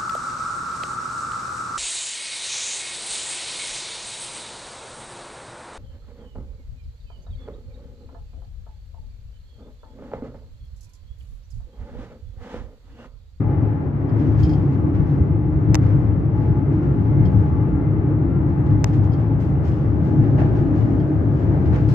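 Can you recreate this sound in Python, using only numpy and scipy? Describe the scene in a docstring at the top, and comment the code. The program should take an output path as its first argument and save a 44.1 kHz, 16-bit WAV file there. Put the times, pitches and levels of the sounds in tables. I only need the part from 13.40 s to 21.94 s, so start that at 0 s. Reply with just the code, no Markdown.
"""A deep boom and drone fill the cabin of a funicular car running down a snowy track into a bend.
Rough rails shake the floor and wall panels, which surge at a rail joint about every second and a half.
Above them the steel wheels roar, hiss and whine, and their flanges (the lips that guide them) scrape.
A loose metal fitting jingles now and then, and something hard snaps right beside the microphone."""
import sys
import numpy as np
from scipy import signal
from scipy.fft import rfft, irfft, next_fast_len
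from scipy.io import wavfile
from scipy.ndimage import uniform_filter1d

SR = 44100
rng = np.random.default_rng(int(sys.argv[2]) if len(sys.argv) > 2 else 0)


def generate_wav(signal):
    """Clip the signal to [-1, 1] and save it as 16-bit WAV at the path in sys.argv[1]."""
    frames = np.transpose(np.atleast_2d(signal))
    scaled = np.clip(frames, -1, 1) * 32767
    pcm = np.round(scaled).astype(np.int16)
    wavfile.write(sys.argv[1], SR, pcm)


N = 376613
TIME = np.arange(N) / SR
FFT_SIZE = 2 * next_fast_len(N // 2 + 1)
FREQS = np.maximum(np.fft.rfftfreq(FFT_SIZE, 1 / SR), 1)

# how alike the wheels sound left and right: pitch_hz, likeness (1 same, 0 unrelated, -1 opposite)
STEREO_LIKENESS = [(60, 0.96), (350, 0.67), (550, .57), (850, .3), (1320, -0.15), (2000, -0.16),
                   (3100, 0.047), (4000, -0.12), (7700, 0.15)]


def floor_boom():
    """The shaken floor and cabin air boom, louder at joints, at thumps and in the bend."""
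    # their ringing notes: pitch_hz, width_hz, level_db, left_over_right_db
    notes = [(58.4, 10, -5.5, -3.5), (66.5, 3.4, -9, -1.5), (80, 3, -2.5, 0.5), (91.7, 2.9, -8, 4),
             (104.9, 5.8, 1.5, 5.5), (109.65, 2.3, -0.5, 5.5), (129, 7.1, -9.5, 1), (140, 9.2, -1.5, 0.5),
             (140.75, 5.5, -0.5, -1), (164.1, 14, -6, 2.5), (183.6, 8.3, -7.5, 4)]
    # thumps from the wheels and axles: time_s, boost_db
    thumps = [(.23, 4.5), (1.04, 3.5), (1.61, 4), (1.8, 6.5), (1.93, 4.5), (2.31, 3.5), (2.56, 3),
              (3.112, 3.5), (3.84, 3), (3.969, 2), (5.32, 5.5), (5.625, 8.5), (5.8, 3.5), (6.81, 4),
              (6.97, 5.5), (8.22, 4), (8.5, 1)]
    # brief dips in the boom: time_s, half_length_s, change_db
    lulls = [(0.488, 0.2, -5), (1.503, 0.079, -2), (1.997, .15, -1.5), (6.372, 0.023, -5.5),
             (7.688, 0.048, -5)]
    level_db = -19 + 2 * joint_jolts(half_s=.21) + 0.8 * bend()
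    level_db += sum(db * bump(s, half_s=0.028) for s, db in thumps)
    level_db += sum(db * bump(s, half_s) for s, half_s, db in lulls)
    return from_db(level_db) * shaken(notes, band(53, 205, order=8), alike=0.94, steady_s=0.14)


def panel_drone():
    """The shaken wall panels drone, swelling at each joint just before the floor does."""
    # their ringing notes: pitch_hz, width_hz, level_db, left_over_right_db
    notes = [(213.7, 2, -6, 1), (231, 4.9, -2.5, 6), (259.3, 6.7, -10, 5.5), (273.3, 6.4, -1.5, 8),
             (285, 16, -1.5, 0), (306.95, 4.2, 2.5, -0.5), (314, 34, -5.5, -1.5), (332, 12, -7.5, -1),
             (345, 7, -5.5, -0.5), (396, 12, -11, 6.5)]
    # loudness between joints: time_s, level_db
    levels = [(0, -27.5), (.55, -30), (.8, -24.5), (1.55, -25.5), (2.9, -27.5), (3.55, -24.5), (4.05, -28),
              (4.85, -24), (6.35, -29.5), (6.8, -22.5), (7.45, -23), (8.5, -27)]
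    level_db = over_time(levels) - 0.5 + 2 * joint_jolts(half_s=0.062, lead_s=0.12)
    return from_db(level_db) * shaken(notes, band(220, 430, order=6), alike=0.91, steady_s=0.75)


def rolling_roar():
    """Steel rolling on steel makes a dull roar that follows the roughness of the rail."""
    # low-to-high balance: pitch_hz, level_db
    colour = [(20, -12), (42, -6), (100, 4), (400, 6), (500, 2), (780, -4.5), (980, -7.5), (1250, -11),
              (1500, -13), (2100, -19.5), (2800, -31.5), (3700, -39.5), (8000, -57.5), (15000, -51)]
    # lean to the left: pitch_hz, left_over_right_db
    lean = [(40, -2), (200, 6), (550, 3), (1200, 4), (2100, 3), (4500, -1)]
    # rougher and smoother bits of rail: time_s, half_length_s, change_db
    patches = [(0.221, .12, 2), (.52, .11, -2), (.75, .08, 2), (2.02, .14, -3), (2.85, .11, -2),
               (3.246, .06, -0.5), (8.12, .08, 2.5), (8.45, .04, -4.5)]
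    level_db = -33.5 + 0.5 * joint_jolts(half_s=0.23) + 0.5 * bend()
    level_db += sum(db * bump(s, half_s) for s, half_s, db in patches)
    gain = from_db(level_db) * flutter(13, depth_db=0.48)
    return gain * stereo_noise(from_db(over_hz(colour)) * pan(over_hz(lean)), over_hz(STEREO_LIKENESS))


def bend_growl():
    """The wheels and axles growl as the bend tightens, and clatter in short bursts."""
    # bands of the growl at full tightness: pitch_hz, width_hz, level_db
    bands = [(378, 50, -38.5), (470, 170, -40), (634, 170, -41), (1600, 390, -56)]
    # clatters: time_s, strength (1 = the growl at full tightness)
    clatters = [(6.992, 1.2), (7.022, 1.3), (8.335, 1.0), (8.368, 0.85)]
    alike = over_hz(STEREO_LIKENESS)
    clatter = sum(strength * bump(s, half_s=0.0072) for s, strength in clatters)
    growl = sum(from_db(db) * stereo_noise(resonance(hz, width), alike) for hz, width, db in bands)
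    return (bend() + clatter) * pan(2.4) * growl


def wheel_whine(pitch_hz=847.4, width_hz=14, noise_share=.45):
    """The wheels on the left hold one thin note, part tone and part noise."""
    # loudness of the whine: time_s, level_db
    levels = [(0, -46.5), (.35, -45), (.5, -55), (.7, -52), (1.65, -50.5), (1.9, -54), (2.15, -49.5),
              (2.85, -52), (3.06, -41.5), (3.3, -51.5), (3.98, -45), (4.6, -49.5), (4.95, -54),
              (5.32, -44.5), (5.55, -52), (5.94, -45), (6.28, -56.5), (6.68, -47), (7.03, -45),
              (7.25, -49.5), (7.9, -53), (8.33, -46.5), (8.54, -47)]
    smooth = np.sqrt(1 - noise_share) * tone(pitch_hz, width_hz, TIME)[0]
    rough = np.sqrt(noise_share) * stereo_noise(resonance(pitch_hz, width_hz), alike=0.43)
    return from_db(over_time(levels)) * pan(6) * (smooth + rough)


def wheel_singing(swell_width_hz=17):
    """The wheels on the left ring at several notes; the bend muffles some and lifts others."""
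    # their notes: pitch_hz, width_hz, level_db, change_at_full_tightness_db
    notes = [(795, 54, -2.5, 3.5), (1147, 54, -7, -5), (1225, 52, -8, 1), (1340, 46, -10.5, -7.5),
             (2050, 85, -15.5, -14.5), (2400, 50, -26, -3), (2645, 59, -24.5, -5.5), (2908, 25, -28.5, 5)]
    # single tones that swell and fade: time_s, half_length_s, pitch_hz, level_db
    swells = [(3.48, .12, 1358, -54), (3.76, .13, 2105, -58.5), (4.15, .045, 1137, -47),
              (4.37, .05, 1386, -52), (4.46, .05, 2080, -57), (4.58, .17, 1238, -54.5),
              (4.95, .06, 1374, -50), (5.68, .18, 788, -43.5), (7.024, .05, 782, -39.5)]
    tightness = bend()
    chord = sum(from_db(db + bend_db * tightness) * stereo_noise(resonance(hz, width), alike=0.43)
                for hz, width, db, bend_db in notes)
    tones = sum(from_db(db) * bump(s, half_s) * tone(hz, swell_width_hz, TIME)
                for s, half_s, hz, db in swells)
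    return pan(7.1) * (from_db(-53) * flutter(2.6, depth_db=1.5) * chord + tones)


def flange_scrapes():
    """The flanges rub the rail in gritty strokes: heavy ones grind low, light ones sizzle."""
    # strokes: start_s, level_db, rise_s, decay_s, brightness_db
    scrapes = [(.15, -73, 0.095, .12, -0.5), (.75, -61.5, .05, 0.24, -3), (.965, -57, 0.037, 0.15, 0.5),
               (1.305, -66, 0.03, 0.036, -4), (1.53, -64.5, 0.022, 0.09, -9.5), (1.64, -67.5, .06, 0.1, 3),
               (2.405, -62, 0.023, 0.16, -7.5), (2.93, -66.5, .08, 0.18, -5),
               (3.31, -66.5, .025, 0.083, -7.5), (3.41, -70, .03, .13, -4), (3.92, -69.5, .06, 0.21, 1.5),
               (5.06, -69.5, .03, 0.1, 4.5), (5.257, -60.5, .008, 0.023, -3), (5.29, -69, .02, .1, 0),
               (5.455, -58, .015, 0.074, 1), (5.527, -59.5, .0091, .03, 2), (5.625, -62, 0.016, 0.04, 2),
               (5.77, -64, .038, 0.067, -8), (5.99, -59.5, .018, 0.094, 6.5),
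               (6.225, -57, 0.035, 0.15, -0.5), (6.62, -62.5, 0.036, 0.083, 4.5),
               (6.8, -64, 0.048, .05, -9), (6.972, -57, 0.018, 0.074, -11.5), (7.13, -62, 0.037, 0.095, -3),
               (7.32, -61.5, .06, 0.2, -0.5), (7.88, -63.5, 0.13, 0.13, 0.5), (8.245, -61, 0.017, .05, -5),
               (8.32, -56.5, 0.026, 0.091, -7), (8.486, -55, .002, .4, 6)]
    # low-to-high balance: pitch_hz, level_db
    colour = [(300, -2.5), (700, 13.5), (1500, 14.5), (2700, 7), (3800, 0.5), (5200, 0), (6800, -6.5),
              (8200, -8), (10000, -8.5), (15000, -8)]
    grit = flutter(250, depth_db=1.5)
    rub = from_db(6.5) * grit * stereo_noise(from_db(over_hz(colour)), over_hz(STEREO_LIKENESS))
    grind = filtered(rub, band(0.89, 2100, order=4))
    sizzle = filtered(rub, band(10000, SR, order=4))
    swish = rub - grind - sizzle
    out = np.zeros((2, N))
    for s, db, rise_s, decay_s, bright_db in scrapes:
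        at, envelope = stroke(s, rise_s, decay_s)
        scrape = from_db(-bright_db) * grind[:, at] + swish[:, at] + from_db(bright_db) * sizzle[:, at]
        out[:, at] += from_db(db) * envelope * scrape
    return out


def flange_bite(start_s=8.486):
    """A flange suddenly catches the rail and the wheel's rim rings harshly."""
    # the rim's notes: pitch_hz, width_hz, level_db
    notes = [(4200, 310, -59), (5060, 180, -65), (7750, 120, -68)]
    out = np.zeros((2, N))
    at, envelope = stroke(start_s, rise_s=.002, decay_s=.3)
    out[:, at] = envelope * sum(from_db(db) * tone(hz, width, TIME[at]) for hz, width, db in notes)
    return out


def snaps():
    """A hard part snaps and barely rings: bright on the near right side, a duller knock on the left."""
    # snaps: start_s, level_db
    hits = [(2.3453, 10), (2.3537, 10), (5.4432, 9.5)]
    # the part's notes: pitch_hz, width_hz, left_db, right_db
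    notes = [(890, 195, 13, 4.5), (1890, 490, -11, -0.5), (2550, 370, -12, -5), (3700, 210, -34, -5.5),
             (4870, 490, -20, -7.5), (5620, 650, -25, -0.5), (6370, 350, -24, -7), (7780, 550, -11.5, -17),
             (12400, 3400, -21, -14.5)]
    clicks = np.zeros(N)
    for s, db in hits:
        clicks[round(s * SR)] = from_db(db)
    out = sum(from_db([[left], [right]]) * ring(clicks, hz, width) for hz, width, left, right in notes)
    out[0] = np.roll(out[0], 18)  # reaches the far left side 18 samples later
    return out


def loose_fitting(rise_s=0.0045, chatter_db=-8.5, blur_hz=48, middle_hz=4300):
    """A jolted metal fitting jingles: a short, rough chatter on top of its ringing notes."""
    # jingles: start_s, level_db, brightness_db_per_octave
    jingles = [(.688, -67, -2), (1.03, -49, 7), (1.046, -61, 1), (1.0914, -55.5, 9), (1.11, -62, 4),
               (1.13, -57, -5), (3.851, -57.5, -0.5), (5.717, -63, 2), (5.7304, -58, 0.5),
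               (7.598, -64.5, -6.5), (8.4866, -70, 2)]
    # its notes: pitch_hz, level_db, ring_s (time to fade by 60 dB)
    notes = [(3200, 4, .11), (3675, -8.5, .08), (4250, -7, .08), (4540, -2, .12), (4770, -6.5, .08),
             (5130, -2.5, .12), (5130, -9.5, .1), (6600, -14, .06), (13780, -10.5, .04)]
    chatter = flutter(300, depth_db=2.0) * stereo_noise(resonance(4800, 3500), alike=0)
    out = np.zeros((2, N))
    for s, db, bright_db in jingles:
        at, envelope = stroke(s, rise_s, decay_s=.022)
        out[:, at] += from_db(db + chatter_db) * envelope * chatter[:, at]
        for hz, note_db, ring_s in notes:
            at, envelope = stroke(s, rise_s, ring_s / np.log(1000))
            gain = from_db(db + note_db + bright_db * np.log2(hz / middle_hz))
            out[:, at] += gain * envelope * tone(hz, blur_hz, TIME[at])
    return out


def rail_hiss():
    """The wheels brush the rail with a faint hiss that rises at joints and in the bend."""
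    # low-to-high balance: pitch_hz, level_db
    colour = [(400, -8.5), (1500, 10), (2700, 7.5), (3800, 3.5), (5200, -2), (6800, -3.5), (8200, -11),
              (10000, -5), (15000, -4.5)]
    level_db = -73.5 + 4.5 * joint_jolts(half_s=0.3) + 9.5 * bend()
    gain = from_db(level_db) * flutter(11, depth_db=0.5)
    return gain * stereo_noise(from_db(over_hz(colour)), over_hz(STEREO_LIKENESS))


def joint_jolts(half_s, lead_s=0):
    """How hard the rail joints shake the car, swelling and fading around each one."""
    # joints: time_s, strength
    joints = [(1.011, 1.13), (2.452, 1.6), (3.881, 2), (5.479, 0.54), (6.929, 0.56), (8.42, 1.17)]
    return sum(strength * bump(s - lead_s, half_s) for s, strength in joints)


def bend():
    """How tightly the track curves at each moment."""
    # the curve: time_s, tightness (0 straight, 1 full)
    curve = [(5.0, 0.017), (6.5, 0.31), (7.0, 0.74), (8.5, 0.59)]
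    return over_time(curve)


def shaken(notes, passband, alike, steady_s):
    """Rough rails keep a set of notes ringing, with the loudness evened out over steady_s."""
    power = sum(resonance(hz, width) / width * (from_db(db) * pan(lean)) ** 2
                for hz, width, db, lean in notes)
    ringing = stereo_noise(np.sqrt(power) * passband, alike)
    window = int(steady_s * SR)
    average_power = uniform_filter1d(uniform_filter1d(ringing.mean(axis=0) ** 2, window), window)
    return ringing / np.sqrt(average_power + 1e-9)


def stereo_noise(gain, alike):
    """Noise shaped by a gain per frequency; the average of its two sides has a typical size of 1."""
    shape = (2, len(FREQS))
    common, opposed = rng.standard_normal(shape) + 1j * rng.standard_normal(shape)
    alike = np.clip(alike, -.99, .99)
    spectrum = np.sqrt(1 + alike) * common + np.sqrt(1 - alike) * opposed * [[1], [-1]]
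    noise = irfft(gain * spectrum)[:, :N]
    return noise / np.sqrt(np.mean(noise.mean(axis=0) ** 2) + 1e-20)


def tone(hz, width_hz, t):
    """A stereo tone that wanders at random, blurring its pitch over width_hz."""
    wander = np.cumsum(rng.standard_normal((2, len(t))), axis=1) * np.sqrt(2 * np.pi * width_hz / SR)
    return np.sqrt(2) * np.sin(2 * np.pi * hz * t + uniform_filter1d(wander, size=24))


def flutter(rate_hz, depth_db):
    """A gain that wavers at random, up to about rate_hz."""
    return from_db(depth_db * stereo_noise(1 / (1 + (FREQS / rate_hz) ** 4), alike=1).mean(axis=0))


def bump(s, half_s):
    """A smooth swell of height 1 around the moment s."""
    return np.exp(-((TIME - s) / half_s) ** 2)


def stroke(s, rise_s, decay_s):
    """The second after the moment s, and a loudness curve for it that rises and dies away."""
    at = slice(int(s * SR), int(s * SR) + SR)
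    age = TIME[at] - TIME[at][0]
    return at, np.minimum(age / rise_s, 1) * np.exp(-np.maximum(age - rise_s, 0) / decay_s)


def ring(x, hz, width_hz):
    """Let x set one note ringing; a narrower note rings longer."""
    r = np.exp(-np.pi * width_hz / SR)
    feedback = [1, -2 * r * np.cos(2 * np.pi * hz / SR), r * r]
    return signal.lfilter(np.array([1, 0, -1]) * (1 - r * r) / 2, feedback, x + 1e-18)


def resonance(hz, width_hz):
    """Power of one ringing note at each frequency, 1 at its peak."""
    return 1 / (1 + ((FREQS ** 2 - hz ** 2) / (FREQS * width_hz)) ** 2)


def band(low_hz, high_hz, order):
    """Gains that keep one range of frequencies; a higher order makes its edges steeper."""
    return 1 / np.sqrt((1 + (low_hz / FREQS) ** (2 * order)) * (1 + (FREQS / high_hz) ** (2 * order)))


def filtered(x, gain):
    """Apply a gain per frequency to a stereo sound."""
    return irfft(rfft(x, FFT_SIZE) * gain)[:, :N]


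def over_time(points):
    """Join (time_s, value) points with straight lines."""
    return np.interp(TIME, *np.transpose(points))


def over_hz(points):
    """Join (pitch_hz, value) points, giving each octave equal room."""
    hz, value = np.transpose(points)
    return np.interp(np.log(FREQS), np.log(hz), value)


def pan(left_db):
    """Two gains that make the left side left_db louder than the right."""
    return from_db(np.array([[.5], [-.5]]) * left_db)


def from_db(db):
    """Turn decibels into a gain, the number a sound is multiplied by."""
    return 10 ** (np.asarray(db) / 20)


def scene():
    """Everything as it meets inside the cabin."""
    cabin = floor_boom() + panel_drone()
    wheels = rolling_roar() + bend_growl() + rail_hiss() + wheel_whine() + wheel_singing()
    return cabin + wheels + flange_scrapes() + flange_bite() + snaps() + loose_fitting()


def record(dry, cutoff_hz=15400):
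    """The microphone's opening dulls the treble, and the very top is cut off."""
    # its effect on the treble: pitch_hz, gain_db
    microphone = [(7300, 0.5), (8300, -6.5), (9000, -15), (9800, -9.5), (12500, -8), (15000, -12.5)]
    log_gain = np.log(from_db(over_hz(microphone)))
    mirrored = np.r_[log_gain, log_gain[-2:0:-1]]
    # a "minimum phase" filter, so that nothing sounds early
    response = np.exp(np.conj(signal.hilbert(mirrored)))[:len(FREQS)]
    fade_in = np.minimum(TIME / .004, 1)
    dulled = filtered(dry * fade_in, response)
    return signal.sosfilt(signal.butter(14, cutoff_hz, fs=SR, output="sos"), dulled)


dry = scene()
out = record(dry)
generate_wav(out)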